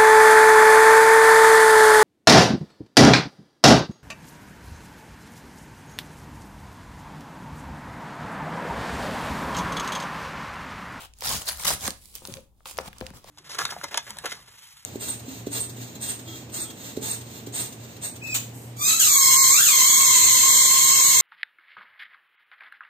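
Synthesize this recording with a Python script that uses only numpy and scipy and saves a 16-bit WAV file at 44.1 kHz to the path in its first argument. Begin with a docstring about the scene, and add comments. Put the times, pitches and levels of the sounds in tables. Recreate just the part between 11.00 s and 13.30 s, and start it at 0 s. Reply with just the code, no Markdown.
"""A padded paper mailer is torn open in a few quick pulls on a wooden table, heard from close by.
Tearing is dense swarms of tiny noise snaps and short pitched rings, with a low flutter of the bag.
Softer swarms slide the paper about, short noise cracks pop its creases, and soft knocks excite
decaying modes of the table top; one note judders briefly. A small room adds a short wash,
over low handling rumble and a quiet room tone."""
import sys
import numpy as np
from scipy import signal
from scipy.fft import rfft, irfft
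from scipy.io import wavfile
from scipy.ndimage import uniform_filter1d

SR = 44100
rng = np.random.default_rng(int(sys.argv[2]) if len(sys.argv) > 2 else 0)


def master_out(mix):
    """Clip the mix to full scale and print it as 16-bit PCM to the path in sys.argv[1]."""
    frames = np.transpose(np.atleast_2d(mix))
    ceiling = np.clip(frames, -1, 1)
    pcm = np.round(ceiling * 32767).astype(np.int16)
    wavfile.write(sys.argv[1], SR, pcm)


N = 101430  # length in samples, 2.3 s


def undb(db):
    """Decibel law: level in dB to amplitude factor."""
    return 10 ** (np.asarray(db) / 20)


def unit(x):
    """Power normalisation: scale to rms 1."""
    return x / np.sqrt(np.mean(x ** 2) + 1e-18)


def panned(db):
    """Interaural level difference: gains of left and right, left louder by db."""
    return undb(np.array([[db], [-db]]) / 2)


def freqs(x):
    """Fourier analysis: bin frequencies in Hz, at least 1."""
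    return np.maximum(np.fft.rfftfreq(x.shape[-1], 1 / SR), 1)


def curve(points, hz):
    """Spectral envelope: dB at the given frequencies, straight between points on a log axis."""
    p = np.array(points)
    return np.interp(np.log(hz), np.log(p[:, 0]), p[:, 1])


def bump(hz, centre, octaves):
    """Broad resonance: a bell on the octave scale, 1 at its centre."""
    return np.exp(-.5 * (np.log2(hz / centre) / octaves) ** 2)


def colour(x, db):
    """Linear filtering: a gain in dB for each frequency."""
    return irfft(rfft(x) * undb(db), x.shape[-1])


def bandpass(x, hz, octaves, order=1):
    """Causal band limiting, reaching so many octaves to each side."""
    low = min(hz / 2 ** octaves, SR / 4)
    high = min(hz * 2 ** octaves, .47 * SR)
    return signal.sosfilt(signal.butter(order, [low, high], "band", fs=SR, output="sos"), x)


PORTS_ALIKE_HZ = 890  # where likeness is midway between bass and treble
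BASS_LIKENESS, TREBLE_LIKENESS = .76, 0.15  # shared part of the power


def ports(three):
    """Interaural coherence: a shared and two separate signals, alike in the bass, not the treble."""
    spectra = rfft(three)
    bass_share = 1 / (1 + (freqs(three) / PORTS_ALIKE_HZ) ** 4)
    alike = TREBLE_LIKENESS + (BASS_LIKENESS - TREBLE_LIKENESS) * bass_share
    stereo = np.sqrt(alike) * spectra[0] + np.sqrt(1 - alike) * spectra[1:]
    return irfft(stereo, three.shape[-1])


def noise(points):
    """Filtered random noise: stereo, of a given colour, rms 1."""
    x = ports(rng.standard_normal((3, N)))
    return unit(colour(x, curve(points, freqs(x))))


def envelope(at, rise, hold, fall):
    """Exponential growth and decay around a hold; rise and fall are the times for 20 dB."""
    t = np.arange(N) / SR - at
    return undb(-20 * (np.maximum(-t, 0) / rise + np.maximum(t - hold, 0) / fall))


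def add(out, at, x):
    """Superposition: mix a short sound in at its time."""
    i = int(at * SR)
    out[:, i:i + x.shape[1]] += x[:, :N - i]


# Pulls that tear the paper: full_force_s, rise_s, hold_s, fall_s (rise and fall per 20 dB),
# level_db (before body and sheet boosts), body_db, flutter_db (relative to level_db),
# sheet_hz (resonance), pan_db (left over right)
PULLS = [(.256, 0.044, 0.058, 0.11, -27, 1, -20.5, 4800, -1),
         (.325, 0.085, 0.037, 0.058, -30.5, -3, -14, 6800, 0.5),
         (.412, 0.013, 0.0092, 0.033, -37, 1.5, -18, 7500, 1),
         (.485, 0.032, 0.0086, 0.028, -25.5, 0.5, -26.5, 4530, 0.5),
         (.512, 0.037, 0.014, 0.074, -36, 2, -20, 10000, 1.5),
         (.599, 0.04, 0.033, 0.093, -35.5, 0, -20.5, 8500, 1),
         (.652, 0.008, 0.0015, 0.022, -21.5, 4.5, -20.5, 5900, 3.5),
         (.673, 0.016, 0.011, 0.069, -19.5, 1.5, -22, 9400, -0.5),
         (.706, 0.01, 0.03, 0.039, -29, -0.5, -12, 8800, -1),
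         (.81, 0.033, 0.0085, 0.081, -36.5, -8, -23, 6500, -3.5),
         (.848, 0.05, 0.023, 0.059, -31, 5, -10.5, 6800, -1)]
# Colour of tearing: pitch_hz, level_db (per Hz)
TEAR_COLOUR = [(180, -51.5), (300, -17.5), (634, -3.5), (978, -0.5), (1650, -4), (2610, -6), (3290, -2.5),
               (7700, -3.5), (9090, -3.5), (11200, -2.5), (12500, -4), (16000, -6.5)]
BUNDLE_DB = -4.5  # relative to the fine snaps


def tearing():
    """Brittle fracture: coarse, loud snapping of fibres along the tear."""
    def swarm(n):
        fine = fibres(n, per_s=4600, spread_db=4.4, ring_s=.001, clump_db=2.2, clump_hz=380)
        return fine + undb(BUNDLE_DB) * bundles(n)
    return strokes(PULLS, swarm, TEAR_COLOUR, sheet_db=4.0, sheet_octaves=0.16)


# Colour of the fluttering bag: pitch_hz, level_db (per Hz)
FLUTTER_COLOUR = [(25, -30), (60, 1.5), (110, -1), (200, -2), (330, -9.5), (550, -10), (1100, -60),
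                  (4000, -57)]
STROKE_S = .6  # length of each swarm
BODY_HZ, BODY_OCTAVES = 1000, 1.0
BASS_PAN_DB = 3.5  # left over right


def strokes(rows, swarm, points, sheet_db, sheet_octaves):
    """Forced vibration: each movement works fresh paper with its own swarm and shakes the bag."""
    out = np.zeros((2, N))
    flutter = noise(FLUTTER_COLOUR) * panned(BASS_PAN_DB)
    for at, rise, hold, fall, db, body_db, flutter_db, sheet_hz, pan_db in rows:
        grains = swarm(int(STROKE_S * SR))
        hz = freqs(grains)
        grains = unit(colour(grains, curve(points, hz)))
        body = body_db * bump(hz, BODY_HZ, BODY_OCTAVES)
        resonance = sheet_db * bump(hz, sheet_hz, sheet_octaves)
        grains = colour(grains, body + resonance)
        sheet = np.zeros((2, N))
        add(sheet, max(at - STROKE_S / 3, 0), grains)  # leaves room for the rise
        moving = sheet * panned(pan_db) + undb(flutter_db) * flutter
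        out += undb(db) * envelope(at, rise, hold, fall) * moving
    return out


def fibres(length, per_s, spread_db, ring_s, clump_db, clump_hz, count=4):
    """Clustered random impulses: uneven snaps in clumps; each patch of sheet rings in its own way."""
    t = np.arange(SR // 100) / SR
    drift = unit(uniform_filter1d(rng.standard_normal(length), int(SR / clump_hz)))
    clumps = undb(clump_db * np.tanh(drift))
    out = 0
    for _ in range(count):
        chance, size = rng.random(length), rng.standard_normal(length)
        strength = np.sign(size) * undb(spread_db * np.minimum(np.abs(size), 2))
        snaps = (chance < per_s / count / SR) * strength
        ring = rng.standard_normal((3, len(t))) * np.exp(-t / ring_s)
        out = out + signal.fftconvolve((snaps * clumps)[None], ring, axes=1)[:, :length]
    return unit(ports(out))


BUNDLES_PER_S, BUNDLE_HZ = 850, (800, 12000)
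BUNDLE_CYCLES = 3.5  # ring decays by a factor e in this many cycles


def bundles(length):
    """Damped oscillation: bundles of fibres give way one by one, each ringing at its own pitch."""
    out, t = np.zeros((3, length)), np.arange(SR // 100) / SR
    for when, pitch, size, *sides in rng.random((int(BUNDLES_PER_S * length / SR), 6)):
        hz = np.exp(np.interp(np.sqrt(pitch), (0, 1), np.log(BUNDLE_HZ)))  # favours high pitches
        i = int(when * (length - len(t)))
        # the root of hz evens out the energy of short and long rings
        ring = np.sqrt(hz) * np.sin(2 * np.pi * hz * t) * np.exp(-hz * t / BUNDLE_CYCLES)
        polarity = np.sign(np.array(sides)[:, None] - .5)
        out[:, i:i + len(t)] += undb(10 * size) * polarity * ring
    return unit(ports(out))


# Paper sliding on wood and skin: full_force_s, rise_s, hold_s, fall_s (rise and fall per 20 dB),
# level_db (before body and sheet boosts), body_db, flutter_db (relative to level_db),
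# sheet_hz (resonance), pan_db (left over right)
SLIDING_STROKES = [(.005, 0.034, 0.047, 0.026, -45.5, 12.5, -23, 3760, 1.5),
                   (.95, 0.037, .01, 0.24, -61.5, -7, -4, 7000, 4),
                   (1.04, 0.16, 0.13, 0.074, -53, -5, -23, 9400, -1.5),
                   (1.16, 0.035, 0.007, 0.068, -43, -1.5, -14.5, 9000, 0.5),
                   (1.258, 0.077, 0.079, 0.097, -48, 6.5, -6, 8060, 1.5),
                   (1.365, 0.035, 0.012, 0.091, -57.5, 5, 5, 7050, -2),
                   (1.6, .09, 0.032, .04, -71, 3.5, -15, 7060, -3),
                   (1.657, 0.0024, 0.0051, 0.013, -42.5, 11, -18, 1090, 2),
                   (1.677, 0.022, 0.038, 0.055, -41.5, 4, -33, 7950, -2.5),
                   (1.8, 0.087, 0.014, 0.023, -49, 18, -2, 6000, 0),
                   (1.868, 0.067, 0.017, 0.0071, -44, 13.5, -8, 6500, 0.5),
                   (1.99, 0.17, 0.03, 0.084, -57.5, 16.5, -1.5, 5960, -0.5),
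                   (2.055, 0.094, 0.041, 0.034, -57, 16, -1, 4830, 1.5),
                   (2.145, 0.019, 0.026, 0.066, -50, 12, -1, 6300, 0.5),
                   (2.29, 0.07, .02, .05, -48, 12.5, -7, 4600, 1)]
# Colour of sliding: pitch_hz, level_db (per Hz)
SLIDE_COLOUR = [(150, -8), (450, -4), (1000, 1), (1600, -4.5), (3200, 3.5), (5500, 2), (10500, 2),
                (13000, -0.5), (16000, 0)]


def sliding():
    """Friction noise: fine, soft grain of paper rubbing along, with stray crinkles."""
    def swarm(n):
        rub = fibres(n, per_s=12000, spread_db=4, ring_s=.001, clump_db=2.2, clump_hz=200)
        crinkles = fibres(n, per_s=100, spread_db=5, ring_s=.0004, clump_db=2, clump_hz=40)
        return rub + undb(-6) * crinkles
    return strokes(SLIDING_STROKES, swarm, SLIDE_COLOUR, sheet_db=2.5, sheet_octaves=0.31)


# Creases popping: start_s, level_db (as if lasting 1 ms), centre_hz, pan_db (left over right)
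CREASE_POPS = [(0.1369, -43.5, 5060, -2), (0.1874, -42.5, 5800, 0), (.208, -31, 7140, -4),
               (0.2218, -28, 2900, 3), (.238, -31.5, 4670, -9), (0.2923, -25.5, 5140, 12),
               (0.5732, -33.5, 8800, -6), (.636, -24, 3400, 3), (0.868, -32, 3330, -11),
               (0.8782, -19.5, 5800, -11.5), (0.9056, -24, 5730, -6.5), (1.057, -47.5, 6360, -22.5),
               (1.1534, -31, 9000, -17), (1.1834, -47.5, 3470, 18), (1.2523, -28.5, 5000, 0),
               (1.2737, -30.5, 7460, -2), (1.324, -36, 5350, 1), (1.3391, -30.5, 4150, -12),
               (1.37, -37, 2500, 4), (1.6567, -35, 3100, -6), (1.7711, -40, 3400, 17),
               (1.7788, -30, 6700, -4), (1.7875, -21.5, 2920, -2), (1.879, -35, 2480, -3),
               (1.93, -37.5, 1850, 1), (1.9838, -37.5, 5800, -3), (2.006, -37, 4470, 0),
               (2.0111, -30, 1840, 3), (2.066, -30, 4000, -6.5), (2.104, -45, 5960, 6),
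               (2.243, -41.5, 5100, -1)]
POP_S, POP_TAIL_S, POP_TAIL_DB = 0.0005, 0.003, -11  # decay times; tail relative to crack
POP_OCTAVES, POP_LIKENESS = 1.01, 0.2  # half width of the band; power shared by left and right
POP_TICK_DB = -14  # unfiltered burst under the band-passed one


def creases():
    """Snap-through buckling: a crease flips with a sharp crack, then the sheet shivers for a moment."""
    out, t = np.zeros((2, N)), np.arange(SR // 40) / SR
    shape = np.exp(-t / POP_S) + undb(POP_TAIL_DB) * np.exp(-t / POP_TAIL_S)
    for at, db, hz, pan_db in CREASE_POPS:
        n = rng.standard_normal((3, len(t)))
        burst = (np.sqrt(POP_LIKENESS) * n[0] + np.sqrt(1 - POP_LIKENESS) * n[1:]) * shape
        crack = bandpass(burst, hz, POP_OCTAVES, order=2) + undb(POP_TICK_DB) * burst
        crack /= np.sqrt(np.sum(crack ** 2, axis=1, keepdims=True) / (SR / 1000))
        add(out, at, crack * undb(db) * panned(pan_db))
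    return out


# The bag and the hand knocking on the table: start_s, level_db (energy of both sides over 20 ms),
# centre_hz (of the blow), ring_db (table against blow, before the final band-pass)
TABLE_KNOCKS = [(0.2228, -39, 706, -7), (0.353, -36.5, 108, 3), (0.653, -40, 130, -4),
                (0.7039, -33, 700, -17), (0.7103, -34, 710, -12), (.748, -42, 130, 5),
                (.852, -57, 1440, -8), (0.88, -30.5, 990, -10), (0.882, -33.5, 182, -6),
                (1.22, -49.5, 554, -3), (1.252, -45.5, 840, -7), (1.285, -41, 280, 5), (1.295, -43, 196, 4),
                (1.318, -41.5, 122, 1), (1.606, -61.5, 896, -11), (1.657, -43, 1013, -1.5),
                (1.7863, -27, 780, -11.5), (1.8, -38, 580, -22), (1.879, -44.5, 182, 0),
                (2.0111, -34, 434, -2.5), (2.017, -36, 151, 5), (2.023, -39, 530, 0.5),
                (2.104, -49.5, 980, 1), (2.109, -42.5, 152, -5), (2.137, -53.5, 980, -12),
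                (2.245, -48, 536, -13)]
# Modes of the table top with the bag on it: pitch_hz, level_db, t60_s
MODES = [(126, -2, 0.061), (204, -7.5, 0.096), (259.5, 2.5, 0.027), (366, -3, 0.076), (529, 4, 0.11),
         (976, 0.5, 0.028)]
THUD_S, THUD_TAIL_S, THUD_TAIL_DB = .0018, .018, -22  # decay times; tail relative to thud
THUD_DB, KNOCK_OCTAVES = -1, .85  # thud relative to push; half width of the band


def knocks():
    """Modal excitation: a short push and a dead thud of padding, with the damped modes of the table."""
    out, t = np.zeros((2, N)), np.arange(SR // 4) / SR
    thud_shape = np.exp(-t / THUD_S) + undb(THUD_TAIL_DB) * np.exp(-t / THUD_TAIL_S)
    for at, db, hz, ring_db in TABLE_KNOCKS:
        detune = 1 + 0.019 * rng.standard_normal(len(MODES))
        ring = 0
        for (mode_hz, mode_db, t60), k in zip(MODES, detune):
            ring = ring + undb(mode_db) * np.sin(2 * np.pi * mode_hz * k * t) * undb(-60 * t / t60)
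        thud = ports(rng.standard_normal((3, len(t)))) * thud_shape
        thud = unit(bandpass(thud, hz, KNOCK_OCTAVES))
        push = unit(bandpass(signal.unit_impulse(len(t)), hz, KNOCK_OCTAVES))
        both = undb(ring_db) * unit(ring) + unit(push + undb(THUD_DB) * thud)
        blow = bandpass(both, hz, KNOCK_OCTAVES, order=2)
        blow /= np.sqrt(np.sum(blow ** 2) / (SR / 50))
        add(out, at, blow * undb(db) * panned(BASS_PAN_DB))
    return out


JUDDER_AT_S, JUDDER_RISE_S, JUDDER_HOLD_S, JUDDER_FALL_S = 1.378, .04, .01, .024
JUDDER_HZ, JUDDER_DB = 537, -45.5


def judder():
    """Stick-slip: sticking and slipping holds one rough note of the table for a moment."""
    waver, grip = (unit(uniform_filter1d(rng.standard_normal(N), SR // 200)) for _ in range(2))
    phase = 2 * np.pi * np.cumsum(JUDDER_HZ * (1 + .025 * waver)) / SR
    note = unit(np.sin(phase) * undb(3 * grip))
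    swell = envelope(JUDDER_AT_S, JUDDER_RISE_S, JUDDER_HOLD_S, JUDDER_FALL_S)
    return note * undb(JUDDER_DB) * swell * panned(BASS_PAN_DB)


ROOM_T60_S, ROOM_DB, ROOM_DULL_HZ = .25, -16, 9000


def room(x):
    """Reverberation: a short, dull wash from nearby walls, as convolution with decaying noise."""
    t = np.arange(SR // 2) / SR
    decay = undb(-60 * t / ROOM_T60_S) * (1 - np.exp(-t / 0.02))  # builds up over about 20 ms
    wash = ports(rng.standard_normal((3, len(t)))) * decay
    wash = signal.sosfilt(signal.butter(1, ROOM_DULL_HZ, fs=SR, output="sos"), wash)
    return undb(ROOM_DB) * signal.fftconvolve(x, unit(wash) / np.sqrt(len(t)), axes=1)[:, :N]


# Colour of the handling rumble: pitch_hz, level_db (per Hz)
HANDLING_COLOUR = [(20, -16), (40, -5.5), (58, 5), (85, 1), (140, -27), (2000, -89)]
# Level of the handling rumble over time: time_s, level_db
RUMBLE_LEVEL = [(0, -56.5), (.2, -60.5), (.33, -43.5), (0.447, -60.5), (.6, -50), (1.15, -60.5),
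                (1.599, -67.5), (1.83, -53.5), (1.96, -60), (2.03, -46), (2.3, -79)]


def handling():
    """Amplitude-modulated noise: the low rumble of handling swells and sinks."""
    level_db = np.interp(np.arange(N) / SR, *np.array(RUMBLE_LEVEL).T)
    return noise(HANDLING_COLOUR) * undb(level_db) * panned(BASS_PAN_DB)


# Colour of the quiet room: pitch_hz, level_db (per Hz)
ROOM_COLOUR = [(20, -7.5), (55, -5), (100, -13.5), (200, -20), (500, -31.5), (900, -29.5), (1500, -46.5),
               (4000, -52.5), (16000, -42.5)]
ROOM_TONE_DB = -61


def room_tone():
    """Stationary background noise: the steady hush of the room."""
    return undb(ROOM_TONE_DB) * noise(ROOM_COLOUR)


def scene():
    """Superposition of the near sources, their reverberation and the background."""
    near = tearing() + sliding() + creases() + knocks() + judder()
    return near + room(near) + handling() + room_tone()


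TOP_HZ = 15900


def record(dry):
    """Band limiting: a steep elliptic low-pass cuts the top."""
    return signal.sosfilt(signal.ellip(10, .2, 80, TOP_HZ, fs=SR, output="sos"), dry)


dry = scene()
out = record(dry)
master_out(out)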